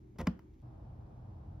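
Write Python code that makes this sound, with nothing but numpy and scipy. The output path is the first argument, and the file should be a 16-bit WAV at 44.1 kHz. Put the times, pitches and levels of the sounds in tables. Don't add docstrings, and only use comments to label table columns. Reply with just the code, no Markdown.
import sys
import numpy as np
from scipy import signal
from scipy.fft import rfft, irfft
from scipy.io import wavfile
from scipy.ndimage import uniform_filter1d

SR = 44100
rng = np.random.default_rng(int(sys.argv[2]) if len(sys.argv) > 2 else 0)


def inscribe(sig):
    pcm = np.round(np.clip(np.atleast_2d(sig).T, -1, 1) * 32767)
    wavfile.write(sys.argv[1], SR, pcm.astype(np.int16))


N = 70560

# pitch in Hz, level in dB.
NEAR_AIR_COLOUR = [(15, -30.5), (25, -7.5), (67, 0.5), (106, -13.5), (186, -10), (243, -14), (344, -12),
                   (383, -10.5), (427, -27.5), (673, -38.5), (833, -35), (1350, -46), (1910, -46),
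                   (2300, -45), (2500, -49.5), (6540, -56.5), (8550, -69.5), (11200, -60), (15000, -65)]
FAR_AIR_COLOUR = [(15, -53), (25, -22.5), (44, -3), (105, -3.5), (128, -3.5), (146, -11), (186, -13.5),
                  (231, -15), (278, -23), (309, -17), (373, -27), (404, -23.5), (438, -29), (790, -26.5),
                  (2020, -53), (5280, -60.5), (7890, -73.5), (12800, -68.5), (15000, -89)]
# pitch in Hz, level in dB of the part opposite in left and right.
NEAR_WIDTH = [(60, -22.5), (110, -19), (200, -13), (380, -5.5), (700, 5), (1290, 3.5), (2380, -2.5),
              (4400, -7), (8120, 9.5), (15000, -11)]
FAR_WIDTH = [(60, -32), (110, -23), (200, -15), (380, -1.5), (700, -1), (1290, 1), (2380, 1), (4400, -5.5),
             (8120, 9.5), (15000, -16.5)]
# pitch in Hz, level in dB by the sofa, level in dB across the room.
HUM_TONES = [(92.6, -71, -55.5), (120.44, -63.5, -56), (308.4, -67, -69.5)]
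# start in seconds, length in seconds, level in dB, treble tilt in dB per octave.
SCRAPES = [(0.157, 0.0077, -61.5, -6.5), (0.1845, 0.0058, -44.5, 1.5), (0.1919, 0.017, -42.5, -0.3),
           (0.2091, 0.0054, -44.5, 1.1), (0.2153, 0.0044, -42.5, -3.5), (0.22, .012, -56, -2),
           (0.257, 0.0075, -57, -2)]
# pitch in Hz, level in dB.
SCRAPE_COLOUR = [(30, -42), (120, -0.5), (250, 1), (600, 1.5), (1000, -2.5), (1600, -13), (2050, -9),
                 (2700, -17.5), (3400, -18), (4100, -28), (5300, -21), (7500, -30), (8800, -34),
                 (10200, -24.5), (11500, -39), (15000, -34)]
# pitch in Hz, level in dB, seconds to fade by 60 dB.
HOUSING_NOTES = [(572, -5, 0.042), (642.4, -1.5, 0.054), (828, -2, 0.027), (877, -10.5, 0.067),
                 (1042, 2.5, 0.033), (1175, -8, 0.073), (1406, -5.5, 0.042), (1730, -7, 0.028),
                 (1930, -2.5, 0.019), (2455, -9, 0.017), (2980, -9, 0.031), (3550, -11, 0.012),
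                 (4950, 0, 0.0088), (6680, -12.5, 0.0084)]
PANEL_NOTES = [(186, -28, .3), (192.5, -2, 0.084), (227.2, 6.5, 0.11), (280.7, -6, 0.063),
               (452, -12.5, .11), (544, -10.5, 0.048)]
FRAME_NOTES = [(83.3, -4.2, 0.042)]
# start in seconds, panel level in dB, frame level in dB, length in seconds.
PUSHES = [(0.1881, -7, -2.5, 0.0062), (.1994, -5, -5, .0079), (0.2233, 1, 4.5, 0.0089),
          (0.2722, -3, -0.5, 0.0022), (.2816, 4.5, 3, 0.00555)]
# start in seconds, level in dB, treble tilt in dB per octave, contact length in seconds.
CLICKS = [(0.2146, -15, 2.5, 0.00066), (0.2690, -11, 0.5, 0.001), (.2706, -14, -0.5, 0.00099),
          (0.2714, -1.5, 0.5, 0.0005), (0.2728, -5.5, -1.5, 0.0027), (0.2739, -6, -2.5, .0012)]
# pitch in Hz, level in dB.
CLICK_COLOUR = [(30, -40), (150, -6.5), (520, 7.5), (800, 4), (1050, 0.5), (1500, -1), (2000, -0.5),
                (2500, -3.5), (3000, -13), (3700, -10.5), (4200, -17), (5000, -23), (5800, -24),
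                (6500, -13.5), (7200, -25), (7900, -17), (9000, -25), (13000, -31.5), (15500, -27)]
SNAP_COLOUR = [(30, -36), (200, -2), (500, 5.5), (1000, -2), (1700, -1), (2300, -9.5), (3000, -7),
               (3800, -17), (5000, -12.5), (7000, -31.5), (10000, -35.5), (15000, -26.5)]
TICK_COLOUR = [(200, -11), (600, -7), (1100, 5), (1600, -1), (2100, -3.5), (3000, -18), (4200, -29),
               (5500, -14.5), (7000, -27), (9000, -25.5), (12000, -27), (15000, -16.5)]
BRUSH_COLOUR = [(500, -14), (1500, -3), (2500, 2.5), (4000, -5), (6000, -4), (8000, -18), (15000, -15)]
JUMP_COLOUR = [(500, 0), (2000, -7), (8000, -17), (15000, -21)]
ROOM_COLOUR = [(60, -12.5), (200, -7.5), (500, 0), (2000, -5), (6000, 0), (15000, -5.5)]
# pitch in Hz, left minus right in dB.
LEFT_BALANCE = [(60, 0), (200, -.5), (380, -.5), (700, 1), (1290, 2), (2380, 1), (4400, 0), (15000, 0)]
# pitch in Hz, lead in radians.
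LEFT_LEAD = [(700, .3), (1100, .6), (1500, .4), (2400, -.6), (3100, -.8), (5100, -.3), (6700, -1.7),
             (7800, -2.3), (8700, -3.1), (10500, -4.3), (12000, -5.4), (15000, -7.4)]

JUMP_S = 0.6187


def undb(db):
    return 10 ** (np.asarray(db) / 20)


def curve(points):
    hz, value = np.array(points, float).T
    return np.interp(np.log(np.fft.rfftfreq(N, 1 / SR) + 1), np.log(hz), value)


def unit(x):
    return x / np.sqrt(np.mean(x ** 2))


def band(order, hz, kind):
    return signal.butter(order, hz, kind, fs=SR, output="sos")


def tint(x, colour, tilt_db=0):
    octave = np.log2(np.fft.rfftfreq(N, 1 / SR) + 200)
    cepstrum = irfft(np.log(unit(undb(curve(colour) + tilt_db * octave))), N)
    cepstrum[1:N // 2] *= 2
    cepstrum[N // 2 + 1:] = 0
    return irfft(rfft(x) * np.exp(rfft(cepstrum)), N)


def impulse(at):
    return 1. * (np.arange(N) == int(at * SR))


def fade(t, seconds):
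    return np.exp(-np.log(1000) * t / seconds)


def ring(t, notes):
    return sum(undb(db) * np.sin(2 * np.pi * hz * t) * fade(t, seconds) for hz, db, seconds in notes)


def contact(t, at, length, grit):
    crunch = rng.standard_normal(N) * (t >= at) * np.exp(-abs(t - at) / length)
    return grit * crunch / np.linalg.norm(crunch) + impulse(at)


def wander(per_s):
    step = int(SR / per_s)
    return uniform_filter1d(np.repeat(rng.standard_normal(N // step + 1), step), step)[:N]


def ventilation(colour, width, db):
    mid, side = rfft(rng.standard_normal((2, N))) * undb(curve(colour))
    mid, side = irfft(mid, N), irfft(side * undb(curve(width)), N)
    return undb(db) * np.array([mid + side, mid - side]) / mid.std()


def hum(t, hz, waver_db=2):
    phase = 2 * np.pi * (hz * t + rng.random()) + 0.65 * wander(5)
    return np.sqrt(2) * np.sin(phase) * undb(waver_db * wander(6.24))


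def scrapes(t, slips_per_s=8300, scatter_db=2.5, rise_s=0.0022, fall_s=0.002, housing_db=-10.5):
    out = 0
    for at, length, db, tilt in SCRAPES:
        slips = (rng.random(N) < slips_per_s / SR) * rng.choice([-1, 1], N)
        slips = slips * undb(scatter_db * rng.standard_normal(N))
        slips *= np.clip((t - at) / rise_s, 0, 1) * np.exp(-np.maximum(t - at - length, 0) / fall_s)
        slips *= np.sqrt(length * SR / (np.sum(slips ** 2) + 1e-12))
        soft = signal.sosfilt(band(2, 2420, "low"), slips)
        out += undb(db) * (tint(slips, SCRAPE_COLOUR, tilt) + undb(housing_db) * housing(soft, t))
    return out


def housing(x, t):
    ringing = ring(t, HOUSING_NOTES[::2]) - ring(t, HOUSING_NOTES[1::2])
    return signal.fftconvolve(x, ringing / np.linalg.norm(ringing))[:N]


def thumps(t, gain_db=-21.5, rise_s=0.0016, lowest_hz=51):
    low_cut = band(3, lowest_hz, "high")
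    rise = 1 - np.exp(-t / rise_s)
    panel = signal.sosfilt(low_cut, ring(t, PANEL_NOTES) * rise)
    frame = signal.sosfilt(low_cut, ring(t, FRAME_NOTES) * rise)
    out = 0
    for at, panel_db, frame_db, length in PUSHES:
        push = np.sin(np.pi * np.clip((t - at) / length, 0, 1)) ** 2
        arm = undb(panel_db) * panel + undb(frame_db) * frame
        out += signal.fftconvolve(push / push.sum(), arm)[:N]
    return undb(gain_db) * out


def clicks(t, gain_db=-13, latch_s=0.2722, latch_db=-12):
    knocks = sum(undb(gain_db + db) * tint(contact(t, at, length, grit=0.7), CLICK_COLOUR, tilt)
                 for at, db, tilt, length in CLICKS)
    return knocks + undb(latch_db) * housing(impulse(latch_s), t)


def tick(t, at=0.3925, db=-37.5, length_s=0.0028, housing_db=-5.5):
    touch = tint(contact(t, at, length_s, grit=0.99), TICK_COLOUR)
    return undb(db) * (touch + undb(housing_db) * housing(impulse(at), t))


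def brush(t, start_s=0.5, end_s=0.618, db=-87.5, threads_per_s=130, rise_s=0.016, scatter_db=5):
    threads = (rng.random(N) < threads_per_s / SR) * undb(scatter_db * rng.uniform(-1, 1, N))
    pressure = np.clip((t - start_s) / rise_s, 0, 1) * (t < end_s)
    return undb(db) * tint(unit(threads) * pressure, BRUSH_COLOUR)


def jump(near, far, t, edge_s=0.0027, rise_s=0.016, hiss_above_hz=2000, click_db=-54.5):
    near = near * np.clip(np.minimum(t, JUMP_S - t) / edge_s, 0, 1)
    rumble = signal.sosfiltfilt(band(4, hiss_above_hz, "low"), far)
    hiss = far - rumble
    far = rumble * np.clip((t - JUMP_S) / rise_s, 0, 1) + hiss * (t >= JUMP_S)
    return near + far + undb(click_db) * tint(impulse(JUMP_S), JUMP_COLOUR)


def close_stereo(x, alike_below_hz=1200):
    lead = curve(LEFT_LEAD) * np.minimum(np.fft.rfftfreq(N, 1 / SR) / alike_below_hz, 1)
    left = undb(curve(LEFT_BALANCE) / 2) * np.exp(.5j * lead)
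    return irfft(rfft(x) * np.array([left, 1 / left]), N)


def room(x, t, db=-15, fade_s=0.39, treble_fade_s=0.23, build_s=0.0032):
    mid, side = rng.standard_normal((2, N))
    side = signal.sosfilt(band(2, 350, "high"), side)
    noise = tint(np.array([mid + side, mid - side]), ROOM_COLOUR)
    low = signal.sosfilt(band(2, 3000, "low"), noise)
    echo = low * fade(t, fade_s) + (noise - low) * fade(t, treble_fade_s)
    echo = unit(echo * (1 - np.exp(-t / build_s))) / np.sqrt(N)
    return undb(db) * signal.fftconvolve(x[None], echo, axes=1)[:, :N]


def scene(snap_s=0.2717, snap_db=-9.5):
    t = np.arange(N) / SR
    handling = scrapes(t) + thumps(t) + tick(t) + brush(t)
    snap = undb(snap_db) * tint(impulse(snap_s), SNAP_COLOUR)
    plug = close_stereo(clicks(t) + handling) + room(snap + handling, t)
    near = ventilation(NEAR_AIR_COLOUR, NEAR_WIDTH, db=-57)
    far = ventilation(FAR_AIR_COLOUR, FAR_WIDTH, db=-49.5)
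    for hz, near_db, far_db in HUM_TONES:
        tone = hum(t, hz)
        near += undb(near_db) * tone
        far += undb(far_db) * tone
    return plug + jump(near, far, t)


def record(dry):
    dry = signal.sosfilt(band(4, 33, "high"), dry)
    return signal.sosfilt(signal.ellip(10, .2, 70, 15550, fs=SR, output="sos"), dry)


dry = scene()
out = record(dry)
inscribe(out)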